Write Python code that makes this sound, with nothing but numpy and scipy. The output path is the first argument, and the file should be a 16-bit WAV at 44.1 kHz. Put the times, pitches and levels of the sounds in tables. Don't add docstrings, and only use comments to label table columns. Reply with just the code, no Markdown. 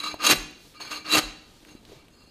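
import sys
import numpy as np
from scipy import signal
from scipy.io import wavfile
from scipy.ndimage import uniform_filter1d

SR = 44100
rng = np.random.default_rng(int(sys.argv[2]) if len(sys.argv) > 2 else 0)


def inscribe(sig):
    pcm = np.round(np.clip(np.atleast_2d(sig).T, -1, 1) * 32767)
    wavfile.write(sys.argv[1], SR, pcm.astype(np.int16))


def volts_from_decibels(level):
    exponent = np.asarray(level, float) / 20
    return 10 ** exponent


N = 101430
OFF_DB = -110


def evened(x):
    return x / np.sqrt(np.mean(x ** 2) + 1e-20)


def read(points, hz):
    f, value = np.transpose(points)
    return np.interp(np.log(hz + 1), np.log(f + 1), value)


def add(mix, start_s, sound):
    part = mix[round(start_s * SR):][:len(sound)]
    part += sound[:len(part)]


def above(x, hz):
    return signal.sosfilt(signal.butter(2, hz, "high", fs=SR, output="sos"), x)


def coloured(x, points):
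    gain_db = np.maximum(read(points, abs(np.fft.fftfreq(4096, 1 / SR))), -80)
    log_gain = np.log(volts_from_decibels(gain_db))
    taps = np.fft.ifft(np.exp(signal.hilbert(log_gain).conj())).real[:2048]
    return signal.oaconvolve(x, taps / np.linalg.norm(taps))[:N]


def clicks(per_s, spread_db):
    size = volts_from_decibels(spread_db * np.minimum(rng.exponential(1, N), 4))
    signed = size * rng.choice([-1., 1.], N)
    return evened(signed * (rng.random(N) < per_s / SR))


def slow(smooth_s):
    size = max(round(smooth_s * SR), 2)
    once = uniform_filter1d(rng.standard_normal(N), size)
    return evened(uniform_filter1d(once, size))


# (frequency [Hz], relative density [dB per Hz])
AIR_SPECTRUM = [(12, -18), (20, -1), (272, -3.5), (608, -12.5), (1180, -17.5), (2120, -23.5), (4240, -22),
                (5010, -30), (5750, -31), (7180, -27), (15200, -36)]


def air():
    level_db = -56.5
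    lumps = evened(volts_from_decibels(1.8 * slow(0.01)))
    return volts_from_decibels(level_db) * coloured(rng.standard_normal(N) * lumps, AIR_SPECTRUM)


# (frequency [Hz], time to fall 60 dB [s])
BARN_DECAY = [(60, 1.), (300, 0.71), (1000, 0.55), (3000, 0.63), (6000, 0.57), (12000, 0.29)]


def barn(x):
    first_echo_s = .008
    taps = np.zeros(SR)
    at = np.arange(0, SR - 20, 10)
    taps[at + rng.integers(0, 10, len(at))] = rng.choice([-1., 1.], len(at))
    hz, t, bands = signal.stft(taps, SR, nperseg=256)
    decay = volts_from_decibels(-60 * t / read(BARN_DECAY, hz)[:, None])
    tail = signal.istft(bands * decay, SR, nperseg=256)[1]
    tail = np.append(np.zeros(round(first_echo_s * SR)), tail)
    return signal.fftconvolve(x, tail / np.linalg.norm(tail))[:N]


# (frequency [Hz], relative density [dB per Hz])
GRIT_SPECTRUM = [(300, 11.5), (1500, -1.5), (4000, 3.5), (8000, -8.5), (15000, -17)]
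# (centre [s], half length to 1/e [s], level [dB], tilt [dB per octave])
BOOT_SHUFFLES = [(0.668, 0.096, -56.5, 4.5), (1.586, 0.19, -59, 2), (1.92, 0.065, -53, 0.),
                 (2.044, 0.11, -62.5, -1)]


def boots():
    t, grit = np.arange(N) / SR, clicks(9000, 1.9)
    out = np.zeros(N)
    for centre_s, half_s, level_db, tilt_db in BOOT_SHUFFLES:
        spectrum = [(hz, db + tilt_db * np.log2(hz / 4000)) for hz, db in GRIT_SPECTRUM]
        swell = np.exp(-((t - centre_s) / half_s) ** 2)
        out += coloured(volts_from_decibels(level_db) * swell * grit, spectrum)
    return out


# (time [s], envelope peak [dB])
LOG_BOOMS = [(0.358, -36), (1.222, -37.5)]


def booms():
    boom_hz, scale_s = 39, .02
    out, u = np.zeros(N), np.arange(SR // 2) / SR / scale_s
    for start_s, level_db in LOG_BOOMS:
        envelope = (u / 2) ** 2 * np.exp(2 - u)
        add(out, start_s, volts_from_decibels(level_db) * envelope * np.sin(2 * np.pi * boom_hz * scale_s * u))
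    return out


# (time [s], first envelope peak [dB], pitch [Hz], cycles per envelope scale [-])
SMALL_KNOCKS = [(0.315, -37.5, 101.5, 1.63), (0.32, -32.5, 155, 3.9), (1.168, -35.5, 109, 1.3),
                (1.18, -31, 163, 1.2), (0.1421, -21.5, 660, 0.49), (.468, -46.5, 10600, 4.4),
                (.51, -41, 11700, 1.2), (0.741, -47, 2520, 0.92), (.805, -32, 970, 1.1),
                (1.15, -16.5, 630, 1.1), (.94, -40, 11900, 2.7), (1.626, -50, 309, 1.8),
                (1.65, -36.5, 2380, 0.88), (1.751, -33, 240, 0.6), (1.852, -35, 3780, 1),
                (1.895, -41.5, 433, 2.1), (1.918, -37.5, 459, 5), (1.93, -37.5, 430, 1.7),
                (1.959, -47, 145, 1.9), (2.083, -42, 2920, 1)]


def knocks():
    snap_db, snap_s = -20, .003
    out, t = np.zeros(N), np.arange(400) / SR
    for start_s, level_db, hz, cycles in SMALL_KNOCKS:
        u = np.arange(0, 6 * cycles / hz, 1 / SR) * hz / cycles
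        wavelet = 2 * u * np.exp(1 - 2 * u) * np.sin(2 * np.pi * u * cycles)
        for late_s, share in ((0, 1), (.0012, 0.17), (.0031, 0.46)):
            add(out, start_s + late_s, share * volts_from_decibels(level_db) * wavelet)
        crack_db = level_db + snap_db - 10 * np.log10(cycles + 500 / hz)
        add(out, start_s, volts_from_decibels(crack_db) * rng.standard_normal(400) * np.exp(-t / snap_s))
    return out


# (start [s], end [s], mode [Hz], gain [dB])
FAVOURED_MODES = [(0, .17, 3960, 11), (.03, .08, 1220, 3), (.24, .32, 3960, 3), (1.06, 1.15, 3960, 4),
                  (1.67, 1.74, 6390, 7), (.9, .96, 2745, 3), (.94, 1., 3960, 4), (1.12, 1.152, 1220, 4),
                  (1.665, 1.8, 3960, 8), (1.955, 2.07, 2310, 6), (2.105, 2.3, 4940, 8),
                  (2.105, 2.3, 7070, 11), (2.105, 2.3, 7720, 10), (2.105, 2.3, 2310, -10),
                  (2.105, 2.3, 3960, -6)]


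def ring(drive, modes, width_share, wander_db, tilt_db, lift=1):
    wander_s, drift_share, drift_s = .011, .003, .02
    out, power, t = np.zeros(N), 0, np.arange(N) / SR
    for hz, width_hz, db in modes:
        r = np.exp(-np.pi * width_hz * width_share / SR)
        gain_db = tilt_db * np.log2(hz / 4000)
        for start_s, end_s, mode_hz, favour_db in FAVOURED_MODES:
            if abs(mode_hz / hz - 1) < .03:
                gain_db = gain_db + favour_db * (t >= start_s) * (t < end_s)
        wander = evened(volts_from_decibels(wander_db * np.clip(slow(wander_s), -3, 1.5)))
        x = drive * wander * volts_from_decibels(gain_db)
        turn = np.exp(2j * np.pi * np.cumsum(hz * (lift + drift_share * slow(drift_s))) / SR)
        out += volts_from_decibels(db) * 2 * (turn * signal.lfilter([1 - r], [1, -r], x / turn)).imag
        power += volts_from_decibels(db) ** 2 * 2 * (1 - r) / (1 + r)
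    return out / np.sqrt(power)


# (frequency [Hz], width [Hz], relative level [dB])
LOG_MODES = [(234, 12, -6), (488, 12, -6), (620, 160, -12), (800, 200, -12)]


def log(slips, level_db):
    foot_hz = 169
    hum_hz, hum_db, tail_db, tail_s = 306, -1, -10, .09
    modes = ring(volts_from_decibels(level_db) * above(slips, foot_hz), LOG_MODES, 1, 0.69, 0) / 2
    hum, keep = uniform_filter1d(volts_from_decibels(level_db + hum_db), 300), np.exp(-1 / (tail_s * SR))
    hum = hum + volts_from_decibels(tail_db) * signal.lfilter([1 - keep], [1, -keep], hum)
    pitch_hz = hum_hz * (1 + 0.0146 * slow(.02))
    return modes + hum * np.sin(2 * np.pi * np.cumsum(pitch_hz) / SR)


# (frequency [Hz], relative density [dB per Hz])
BARK_SPECTRUM = [(90, -43), (170, -9.5), (300, 0.5), (900, -1), (1500, 1), (3500, -2), (5000, -5.5),
                 (5800, -8.5), (10000, -13), (15000, -21)]


def bark(level_db):
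    split_hz, extra_db_per_db, full_db = 5100, 1, -29
    tears = evened(clicks(4000, 2.5) * volts_from_decibels(2.5 * slow(.003)))
    dull = signal.sosfilt(signal.butter(4, split_hz, fs=SR, output="sos"), tears)
    sharp = signal.sosfilt(signal.butter(4, split_hz, "high", fs=SR, output="sos"), tears)
    tears = dull + sharp * volts_from_decibels(extra_db_per_db * np.minimum(level_db - full_db, 0))
    return coloured(volts_from_decibels(level_db) * tears, BARK_SPECTRUM)


# (frequency [Hz], width [Hz], relative level pressed hard [dB], relative level touching lightly [dB])
BLADE_MODES = [(1218.6, 99, -4.5, -1), (1540, 360, -22, -12.5), (2298, 43, -36.5, 1.5),
               (2468, 53, -9.5, -5), (2736, 71, -2.5, 1.5), (3280, 60, -5, -11), (3967, 37.5, 5, -2),
               (4210, 42, -22, 0.5), (4393, 84, -5, 3), (4890, 27, -13.5, -3), (6387, 110, -4.5, -5.5),
               (6650, 57, -8.5, -19.5), (7000, 55, -8, -16), (7640, 73, -11.5, -18.5),
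               (8790, 79, -9.5, -16.5), (9360, 40, -7, -11), (10620, 39, -53, -20), (10600, 99, -31, -21),
               (12440, 113, -10, -22), (13300, 120, -41, -26), (14300, 160, -36, -25)]


def blade(slips, level_db, tilt_db):
    foot_hz = 860
    press_db, press_range_db, choke_s, wander_db = -27, 3., .0059, 3.
    hard_width_share, light_width_share = .85, .45
    t = np.arange(N) / SR
    last_touch_s = np.maximum.accumulate(t * (level_db > OFF_DB))
    choke = np.exp((last_touch_s - t) / choke_s)
    hard = 1 / (1.5 + np.exp((press_db - level_db) / press_range_db))
    free = choke * uniform_filter1d(1 - hard, 400)
    drive = volts_from_decibels(level_db) * above(slips, foot_hz)
    lift = np.where(t < 1.5, 1.012, 1.006)
    hard_modes = [(hz, width_hz, db) for hz, width_hz, db, _ in BLADE_MODES]
    light_modes = [(hz, width_hz, db) for hz, width_hz, _, db in BLADE_MODES]
    pressed = ring(drive * np.sqrt(hard), hard_modes, hard_width_share, wander_db, tilt_db)
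    light = ring(drive * np.sqrt(1 - hard), light_modes, light_width_share, wander_db, tilt_db, lift)
    return choke * pressed + np.sqrt(free) * light


# (time [s], chatter [dB], tearing bark [dB], log [dB], ring tilt [dB per octave])
SPADE_STROKES = [
    [(0, -32, -44, -48, 0), (.02, -37, -47, -49, -1), (.034, -37, -47, -48, -1), (.039, -30, -33, -42, -2),
     (.048, -34, -41, -44, -2), (.066, -32, -41, -44, -2), (.09, -36, -42, -44, -2),
     (.12, -41, -45, -44, -1), (.146, -48, -50, -46, 0), (.17, -60, -64, -58, 0)],
    [(.19, -50, -52, -50, -4), (.206, -38, -42, -47, -4), (.235, -27, -33, -42, -2),
     (.254, -17, -25, -34, 0), (.261, -22, -28, -34, 0), (.267, -11, -22, -32, 0), (.274, -21, -27, -34, 0),
     (.295, -17, -22, -30, 1), (.314, -14, -15, -25, 1), (.324, -22, -16, -24, 0), (.333, -30, -20, -28, 0),
     (.339, -44, -34, -34, 0)],
    [(.74, -56, -52, -60, -2), (.76, -52, -62, -60, -4), (.796, -52, -64, -60, -4),
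     (.804, -38, -40, -44, 1), (.83, -41, -43, -58, 1), (.895, -42, -45, -62, 1), (.916, -30, -35, -44, 0),
     (.94, -34, -39, -46, 0), (.98, -38, -43, -48, 0), (1.005, -50, -52, -52, 0), (1.035, -56, -60, -56, 0)],
    [(1.043, -52, -54, -52, -4), (1.049, -41, -43, -48, -4), (1.065, -39, -42, -46, -3),
     (1.1, -27, -35, -40, -2), (1.114, -24, -33, -38, -1), (1.12, -21, -25, -33, 0),
     (1.15, -18, -22, -23, 0), (1.162, -22, -29, -25, 2), (1.174, -25, -20, -24, 0),
     (1.186, -19, -16, -23, 1), (1.196, -30, -22, -28, 0), (1.203, -44, -36, -36, 0)],
    [(1.665, -62, -64, -58, 3), (1.69, -50, -56, -52, 1), (1.73, -55, -62, -56, 2),
     (1.748, -66, -70, -64, 0), (1.756, -56, -66, -66, -1), (1.8, -68, -76, -72, 0)],
    [(1.955, -60, -70, -70, -1), (2., -64, -74, -72, -2), (2.07, -70, -78, -76, -2)],
    [(2.105, -66, -80, -80, 4), (2.125, -60, -78, -78, 2), (2.16, -62, -78, -78, 1),
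     (2.205, -57, -78, -78, 0), (2.25, -60, -78, -78, 1), (2.3, -59, -78, -78, 1)],
]


def spade():
    spade_db = -1.5
    t, level_db, tilt_db = np.arange(N) / SR, np.full((3, N), OFF_DB, float), np.zeros(N)
    for rows in SPADE_STROKES:
        s, *dbs, bright_db = np.transpose(rows)
        tilt_db += np.interp(t, s, bright_db, 0, 0)
        level_db = np.maximum(level_db, [np.interp(t, s, db, OFF_DB, OFF_DB) for db in dbs])
    chatter_db, bark_db, log_db = level_db
    slips = clicks(3500, 3.)
    return volts_from_decibels(spade_db) * (blade(slips, chatter_db, tilt_db) + bark(bark_db) + log(slips, log_db))


def scene():
    barn_db = -14
    near = spade() + knocks() + booms() + boots()
    return (near + volts_from_decibels(barn_db) * barn(near) + air())[None]


def roll_off(x):
    return signal.sosfilt(signal.butter(12, 15400, fs=SR, output="sos"), x)


def record(dry):
    edge_hz = 14950
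    taps = signal.firwin(511, edge_hz, window=("kaiser", 9), fs=SR)
    mix = signal.oaconvolve(dry, taps[None], "same")
    return roll_off(mix)


dry = scene()
out = record(dry)
inscribe(out)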